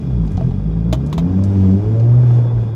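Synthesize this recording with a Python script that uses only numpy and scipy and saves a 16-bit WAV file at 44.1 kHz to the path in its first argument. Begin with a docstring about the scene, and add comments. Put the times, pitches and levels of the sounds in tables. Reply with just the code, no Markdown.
"""Engine revs sag as the clutch bites, over road rumble, roar, intake hiss and a fan whirr in a closed cabin.
Then a turbocharged four-cylinder petrol car pulls away: the revs climb into a boom and ease off.
The engine is a stack of firing orders; running noise and whirr are coloured noise; the late whine is sines.
Trim near the driver knocks and chatters in dying sines, ticks and cloth are short noise,
latch clacks mix noise with ringing, and the bumps are low thuds."""
import sys
import numpy as np
from scipy import signal
from scipy.fft import rfft, irfft
from scipy.io import wavfile
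from scipy.ndimage import uniform_filter1d, map_coordinates

SR = 44100
rng = np.random.default_rng(int(sys.argv[2]) if len(sys.argv) > 2 else 0)


def log_audio(samples):
    """Write samples as a 16-bit WAV file to the path given in sys.argv[1]."""
    # one column per channel
    frames = np.atleast_2d(samples).T
    # limit to full scale, then quantise
    limited = np.clip(frames, -1, 1)
    pcm = np.round(limited * 32767).astype(np.int16)
    wavfile.write(sys.argv[1], SR, pcm)


N = 121275


def amp(db):
    """Decibels to gain."""
    return 10 ** (np.asarray(db) / 20)


def unit(x):
    """Scales to rms 1."""
    return x / np.sqrt(np.mean(x ** 2) + 1e-20)


def curve(rows):
    """A (seconds, value) table, interpolated at every sample."""
    times, values = np.transpose(rows)
    return np.interp(np.arange(N) / SR, times, values)


def read_spectrum(points, hz):
    """A (Hz, dB) table, interpolated on a log-frequency axis."""
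    table_hz, db = np.transpose(points)
    return np.interp(np.log(hz + 1), np.log(table_hz), db)


def add(mix, start_s, sound):
    """Mixes a sound in, cutting it where the scene ends."""
    part = mix[round(start_s * SR):][:len(sound)]
    part += sound[:len(part)]


def noise(shape, size=N):
    """Noise of rms 1 whose spectrum follows shape(Hz) in dB."""
    spectrum = rfft(rng.standard_normal(size))
    gain = amp(shape(np.fft.rfftfreq(size, 1 / SR)))
    return unit(irfft(spectrum * gain, size))


def drift(rate_hz):
    """Random wander of rms 1: straight lines between random points, two points per cycle of the rate."""
    points = rng.standard_normal(400)
    place = np.arange(N) / SR * 2 * rate_hz
    return unit(map_coordinates(points, [place], order=1, mode="wrap"))


def strike_time():
    """Seconds since a short sound began, for a quarter of a second."""
    return np.arange(SR // 4) / SR


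def ring(modes, t):
    """A struck object's modes: sines that each die away exponentially."""
    out = 0
    for hz, db, t60 in modes:
        out = out + amp(db) * np.exp(-np.log(1000) * t / t60) * np.sin(2 * np.pi * hz * t)
    return out


# Engine speed. Each row: time in seconds, firings per second.
ENGINE_SPEED = [(0.0, 72.5), (0.05, 69.1), (0.21, 56.2), (0.34, 46.2), (0.47, 41.1), (0.61, 50.6),
                (0.68, 53.9), (0.83, 55.8), (0.91, 58.6), (1.13, 78.5), (1.25, 87.6), (1.37, 95.8),
                (1.46, 97.7), (1.52, 98.2), (1.68, 93.8), (1.75, 96.6), (1.84, 105.7), (2.07, 118.3),
                (2.21, 123.3), (2.37, 118.9), (2.5, 118.3), (2.63, 113.8), (2.75, 110.8)]


def engine_speed():
    """The firing rate, smoothed over 50 ms because the revs cannot jump."""
    return uniform_filter1d(curve(ENGINE_SPEED), size=2200)


# Boom at the firing rate. Each row: time in seconds, level in dB.
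FIRING_TONE_LEVEL = [(0,-52),(.05,-36.5),(.13,-20),(.23,-17),(.33,-24.5),(.48,-25.5),(.68,-20.5),(.95,-20.5),(1.04,-24.5),(1.11,-39),(1.25,-24),(1.38,-15.5),(1.52,-15),(1.63,-12),(1.75,-14),(1.83,-20.5),(1.93,-13),(2.12,-8),(2.36,-9),(2.51,-15.5),(2.59,-14),(2.75,-22.5)]
# Boom an octave above the firing rate. Each row: time in seconds, level in dB.
OCTAVE_LEVEL = [(0,-39),(.05,-20),(.16,-17.5),(.27,-32),(.35,-19),(.48,-30),(.59,-21),(.68,-30.5),(.94,-17.5),(1.13,-22.5),(1.23,-13),(1.31,-26.5),(1.37,-14),(1.48,-23),(1.66,-12.5),(1.75,-13),(1.83,-35),(2.22,-29.5),(2.5,-40),(2.75,-56)]
# Engine load, which lifts and drops the overtones. Each row: time in seconds, gain in dB.
ENGINE_LOAD = [(0,-5),(.22,-3.5),(.36,-3.5),(.47,0.5),(.62,-4.5),(.85,-2),(1.08,-1.5),(1.3,3.5),(1.5,1),(1.68,6.5),(1.85,3.5),(2.0,6),(2.2,1.5),(2.45,-7),(2.75,-7.5)]
# How the cabin carries an overtone. Each row: frequency in Hz, gain in dB.
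CABIN_RESPONSE = [(120,-9.5),(143,-31),(162,-16),(180,-19),(215,-28.5),(245,-30),(280,-28.5),(320,-38.5),(370,-39.5),(425,-31.5),(490,-45),(540,-50),(590,-40.5),(720,-49),(1100,-60),(1800,-63.5)]
ORDER_DB_PER_OCTAVE = -8  # fall of the overtones above order 3
HALF_ORDER_DB, HALF_FULL_HZ = -16.5, 100  # the cylinders differ more as revs rise to this firing rate
TONE_WAVER, OVERTONE_WAVER = 0.07, 0.43  # depth of random waver
WAVER_HZ, WAVER_FULL_HZ = 13, 400  # overtone waver reaches its depth at 400 Hz and doubles by 800 Hz
SMEAR_HZ = 160.9  # below this the orders arrive together as one thump per firing


def engine(firing_hz, turns, count=12):
    """Firing thumps: two booming low orders, cabin-coloured overtones, half orders from unequal cylinders."""
    def order(k, waver):
        wobble = 1 + waver * (drift(WAVER_HZ) + 1j * drift(WAVER_HZ))
        lag = np.minimum(k * firing_hz / SMEAR_HZ, 2) ** 3
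        if k > 5:
            lag = lag + k * rng.random()  # scatters the high orders
        return np.sqrt(2) * np.real(wobble * np.exp(1j * (2 * np.pi * k * turns - lag)))

    def overtone(k):
        hz = k * firing_hz
        level_db = read_spectrum(CABIN_RESPONSE, hz) + ORDER_DB_PER_OCTAVE * np.log2(k / 3)
        return amp(level_db) * order(k, OVERTONE_WAVER * np.minimum(hz / WAVER_FULL_HZ, 2))

    boom = amp(curve(FIRING_TONE_LEVEL)) * order(1, TONE_WAVER)
    boom += amp(curve(OCTAVE_LEVEL)) * order(2, TONE_WAVER)
    whole = sum(overtone(k + 1) for k in range(2, count))
    half = sum(rng.choice([-1, 1]) * overtone(k + .5) for k in range(2, count))
    unevenness = amp(HALF_ORDER_DB) * np.minimum(firing_hz / HALF_FULL_HZ, 1)
    return boom + amp(curve(ENGINE_LOAD)) * (whole + unevenness * half)


PATCHY_DB, RIPPLE_DB = -0.5, 3.5  # rms depth of drifting patches, and of the fixed ripple above 1500 Hz


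def wash(colour):
    """Coloured noise with a fixed ripple from cabin reflections and drifting patches."""
    hz, _, z = signal.stft(noise(lambda f: read_spectrum(colour, f)), SR, nperseg=1024)
    patches = uniform_filter1d(rng.standard_normal(z.shape), size=9, axis=0)
    patches = unit(uniform_filter1d(patches, size=5, axis=1))
    ripple = rng.standard_normal((len(hz), 1)) * (hz[:, None] > 1500)
    shaped = z * amp(PATCHY_DB * patches + RIPPLE_DB * ripple)
    return unit(signal.istft(shaped, nperseg=1024)[1][:N])


# Colour of the road and body rumble. Each row: frequency in Hz, relative density in dB per Hz.
RUMBLE_COLOUR = [(20,-40.5),(33,-7.5),(50,8),(70,11.5),(110,9),(170,13),(240,8.5),(330,-2.5),(480,-24),(800,-61.5)]
# Rumble fader. Each row: time in seconds, level in dB.
RUMBLE_LEVEL = [(0,-23),(.5,-26),(1.0,-24.5),(1.3,-23.5),(1.7,-27.5),(1.87,-24.5),(2.05,-28.5),(2.2,-27.5),(2.42,-30.5),(2.58,-26),(2.75,-28.5)]
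# Colour of the mechanical roar. Each row: frequency in Hz, relative density in dB per Hz.
ROAR_COLOUR = [(150,-23),(330,6),(450,3),(600,-3),(850,-6.5),(1100,-11.5),(1400,-16.5),(2000,-28),(3500,-60.5)]
# Roar fader. Each row: time in seconds, level in dB before flicker.
ROAR_LEVEL = [(0,-39.5),(.4,-37.5),(.75,-39.5),(1.1,-37.5),(1.5,-33.5),(1.8,-36),(2.1,-33),(2.35,-31.5),(2.55,-33),(2.75,-37.5)]
# Colour of the intake hiss. Each row: frequency in Hz, relative density in dB per Hz.
HISS_COLOUR = [(800,-3),(1700,4),(2600,3),(3500,-2),(4300,-5),(5300,-2.5),(6500,-7.5),(8500,-13.5),(12000,-19.5),(15500,-21.5)]
# Hiss fader. Each row: time in seconds, level in dB.
HISS_LEVEL = [(0,-55),(.2,-58.5),(.42,-54.5),(.65,-60),(.88,-60),(1.1,-56.5),(1.35,-55),(1.62,-50),(1.85,-54.5),(2.2,-54.5),(2.35,-50.5),(2.5,-59),(2.62,-55),(2.75,-62)]
FIRING_DEPTH = 0.13  # throb of roar and hiss at each firing
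ROAR_FLICKER_DB, FLICKER_HZ = 1.5, 47


def running_noise(turns):
    """Steady-textured road rumble, with a flickering roar and intake hiss that throb at each firing."""
    throb = unit(1 + FIRING_DEPTH * np.cos(2 * np.pi * turns))
    rumble = amp(curve(RUMBLE_LEVEL)) * wash(RUMBLE_COLOUR)
    roar = amp(curve(ROAR_LEVEL) + ROAR_FLICKER_DB * drift(FLICKER_HZ)) * wash(ROAR_COLOUR)
    hiss = amp(curve(HISS_LEVEL)) * wash(HISS_COLOUR)
    return rumble + throb * (roar + hiss)


# Whirr of the cabin fan. Each row: centre in Hz, width in Hz, level in dB.
FAN_BANDS = [(2058,35,-71),(2432,59,-66.5),(2743,23,-74),(3140,45,-76.5),(3324,47,-67),(3400,60,-67.5),(3710,45,-70.5),(4260,70,-76.5),(4950,310,-69)]


def fan_whirr():
    """The cabin fan whirrs steadily: narrow resonances rung by noise."""
    out = np.zeros(N)
    for hz, width, db in FAN_BANDS:
        out += amp(db) * noise(lambda f: -20 * np.log10(1 + (2 * (f - hz) / width) ** 2))
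    return out


# Crackle of clothing and seat belt. Each row: start in seconds, end in seconds, lowest tick level in dB.
RUSTLES = [(0.215,0.438,-59.5),(0.984,1.11,-69.5)]
RUSTLE_PER_S, RUSTLE_HZ, RUSTLE_T60 = 46, 6660, 0.017
RUSTLE_SPREAD_DB = 3.5  # mean lift above the lowest level


def rustle():
    """Sparse tiny ticks of cloth as the driver moves, a few louder than the rest."""
    out = np.zeros(N)
    for start, end, lowest_db in RUSTLES:
        length = end - start
        for place, strength in rng.random((round(length * RUSTLE_PER_S), 2)):
            db = lowest_db - RUSTLE_SPREAD_DB * np.log(strength)
            add(out, start + place * length, tick(db, RUSTLE_HZ, RUSTLE_T60))
    return out


# Small ticks. Each row: start in seconds, level in dB, centre in Hz, 60 dB decay time in seconds.
TICKS = [(.276,-47,3880,0.046),(.371,-43,4040,0.068),(.411,-50,2930,.04),(.509,-50,2840,.05),(1.063,-45,5600,0.027),(1.072,-43.5,6200,0.01),(1.099,-49.5,5360,0.017),(1.438,-42.5,5800,0.077),(1.712,-48.5,3300,.025),(1.997,-45.5,3990,0.059)]
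TICK_SKIRT_DB = 14.5  # drop one octave either side of the centre


def tick(db, centre_hz, t60):
    """A small bright contact, a noise burst that dies fast in the padded cabin."""
    t = strike_time()
    burst = noise(lambda f: -TICK_SKIRT_DB * np.log2((f + 1) / centre_hz) ** 2, size=len(t))
    return amp(db - 60 * t / t60) * burst


# Hollow knocks of the trim. Each row: start in seconds, level in dB, pitch in Hz.
KNOCKS = [(.279,-38,780),(.377,-23.5,743),(.411,-20,655),(.51,-33.5,776)]
# Modes of a knock. Each row: multiple of the pitch, level in dB, 60 dB decay time in seconds.
PANEL_MODES = [(1,0,.07),(1.27,-18,.04),(1.7,-20,.06)]


def knock(db, pitch_hz):
    """A dull blow on a hollow panel sets a few short modes ringing."""
    modes = [(ratio * pitch_hz, level, t60) for ratio, level, t60 in PANEL_MODES]
    return amp(db) * ring(modes, strike_time())


# Latch clacks. Each row: start in seconds, overall gain in dB, treble tilt in dB per octave,
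# ring of the housing in dB, rattling tail in dB, pitch ratio of the housing.
CLACKS = [(.9262,-14.5,-0.5,-1.5,-12.5,1),(1.1262,-23,-0.8,-20,-11,1.6),(1.1785,-19,-2.03,-4,-7.5,1.04)]
# Colour of the snap before tilt. Each row: frequency in Hz, relative density in dB per Hz.
SNAP_COLOUR = [(150,-38),(320,15.5),(450,0),(650,-9),(850,4.5),(1100,5.5),(1500,-10),(2200,-8),(3000,-5.5),(3700,-2),(4400,-10.5),(5500,-14),(6600,-10),(8500,-22),(12000,-21),(15500,-26)]
# Housing modes at pitch ratio 1. Each row: frequency in Hz, level in dB, 60 dB decay time in seconds.
HOUSING_MODES = [(296,-12.5,0.24),(632,3.5,.08),(1140,-14.5,0.038),(1770,-17,0.026),(3040,-20,0.12),(3640,-23,.07),(3760,-6,0.023),(4750,-18.5,0.057),(7100,-18,0.042)]
CLACK_RISE_S, CLACK_HOLD_S, CLACK_T60, TAIL_T60 = 0.0019, 0.0048, 0.057, 0.12
REBOUND_S, REBOUND_DB, RATTLE_DB = 0.019, -27, 1.5


def clack(db, tilt_db, ring_db, tail_db, pitch):
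    """A latch snaps over in a noise burst, rings its housing, rattles and rebounds once."""
    t = strike_time()
    burst = noise(lambda f: read_spectrum(SNAP_COLOUR, f) + tilt_db * np.log2(f + 20), size=len(t))
    rattle = amp(RATTLE_DB * unit(uniform_filter1d(rng.standard_normal(len(t)), size=50)))
    snap = amp(-60 * np.maximum(t - CLACK_HOLD_S, 0) / CLACK_T60)
    tail = amp(tail_db - 60 * t / TAIL_T60)
    rebound = (t > REBOUND_S) * amp(REBOUND_DB - 60 * np.maximum(t - REBOUND_S, 0) / CLACK_T60)
    contact = .5 * burst * rattle * (snap + tail + rebound)
    housing = amp(ring_db) * ring(HOUSING_MODES, t * pitch)  # a higher pitch also dies sooner
    return amp(db) * np.minimum(t / CLACK_RISE_S, 1) * (contact + housing)


CHATTER_START_S, CHATTER_END_S, CHATTER_PER_S = 1.1, 2.4, 18
CHATTER_LOWEST_DB, CHATTER_SPREAD_DB = -46.5, 0.5  # lowest knock, mean lift above it
CHATTER_LOW_HZ, CHATTER_HIGH_HZ = 570, 1298


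def chatter():
    """Loose trim, shaken while the engine pulls, gives faint knocks at random times and pitches."""
    out, length = np.zeros(N), CHATTER_END_S - CHATTER_START_S
    for place, strength, pitch in rng.random((round(length * CHATTER_PER_S), 3)):
        hz = CHATTER_LOW_HZ + pitch * (CHATTER_HIGH_HZ - CHATTER_LOW_HZ)
        db = CHATTER_LOWEST_DB - CHATTER_SPREAD_DB * np.log(strength)
        add(out, CHATTER_START_S + place * length, knock(db, hz))
    return out


# Bumps in the road. Each row: start in seconds, level in dB.
BUMPS = [(1.175,-22.5),(1.83,-23),(2.14,-24.5),(2.54,-22)]
BUMP_HZ, BUMP_PEAK_S = 53.7, 0.029  # the swell peaks this long after the start


def bump(db):
    """A wheel drops over a seam and the body gives a soft, low thud."""
    t = strike_time()
    swell = t / BUMP_PEAK_S * np.exp(1 - t / BUMP_PEAK_S)
    return amp(db) * swell * np.sin(2 * np.pi * BUMP_HZ * t)


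# Partials of the thin whine. Each row: mean frequency in Hz, relative level in dB.
WHINE_PARTIALS = [(3460,1.5),(2560,-7)]
# Whine fader. Each row: time in seconds, gain in dB before flutter.
WHINE_LEVEL = [(2.15,-76.5),(2.3,-54.5),(2.42,-54),(2.55,-58.5),(2.62,-58.5),(2.75,-68)]
WHINE_WAVER_HZ, WHINE_FLUTTER_DB = 45, 4.5  # rms wander of pitch and level


def whine():
    """A thin whine swells late on: sines whose pitch and level flutter at random."""
    tone = np.zeros(N)
    for hz, db in WHINE_PARTIALS:
        wavering_hz = hz + WHINE_WAVER_HZ * drift(FLICKER_HZ)
        tone += amp(db) * np.sin(2 * np.pi * np.cumsum(wavering_hz) / SR)
    return tone * amp(curve(WHINE_LEVEL) + WHINE_FLUTTER_DB * drift(WAVER_HZ))


def scene():
    """Engine, running noise, fan, whine and fittings summed to one channel."""
    firing_hz = engine_speed()
    turns = np.cumsum(firing_hz) / SR  # firings so far
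    mix = engine(firing_hz, turns) + running_noise(turns) + fan_whirr() + whine()
    for table, source in (TICKS, tick), (KNOCKS, knock), (CLACKS, clack), (BUMPS, bump):
        for start_s, *settings in table:
            add(mix, start_s, source(*settings))
    return (mix + rustle() + chatter())[None]


EDGE_HZ = 15850


def record(dry):
    """The recorder's band limit: a steep low-pass takes off the extreme treble."""
    lowpass = signal.firwin(511, EDGE_HZ, window=("kaiser", 9), fs=SR)
    return signal.oaconvolve(dry, lowpass[None], "same")


dry = scene()
out = record(dry)
log_audio(out)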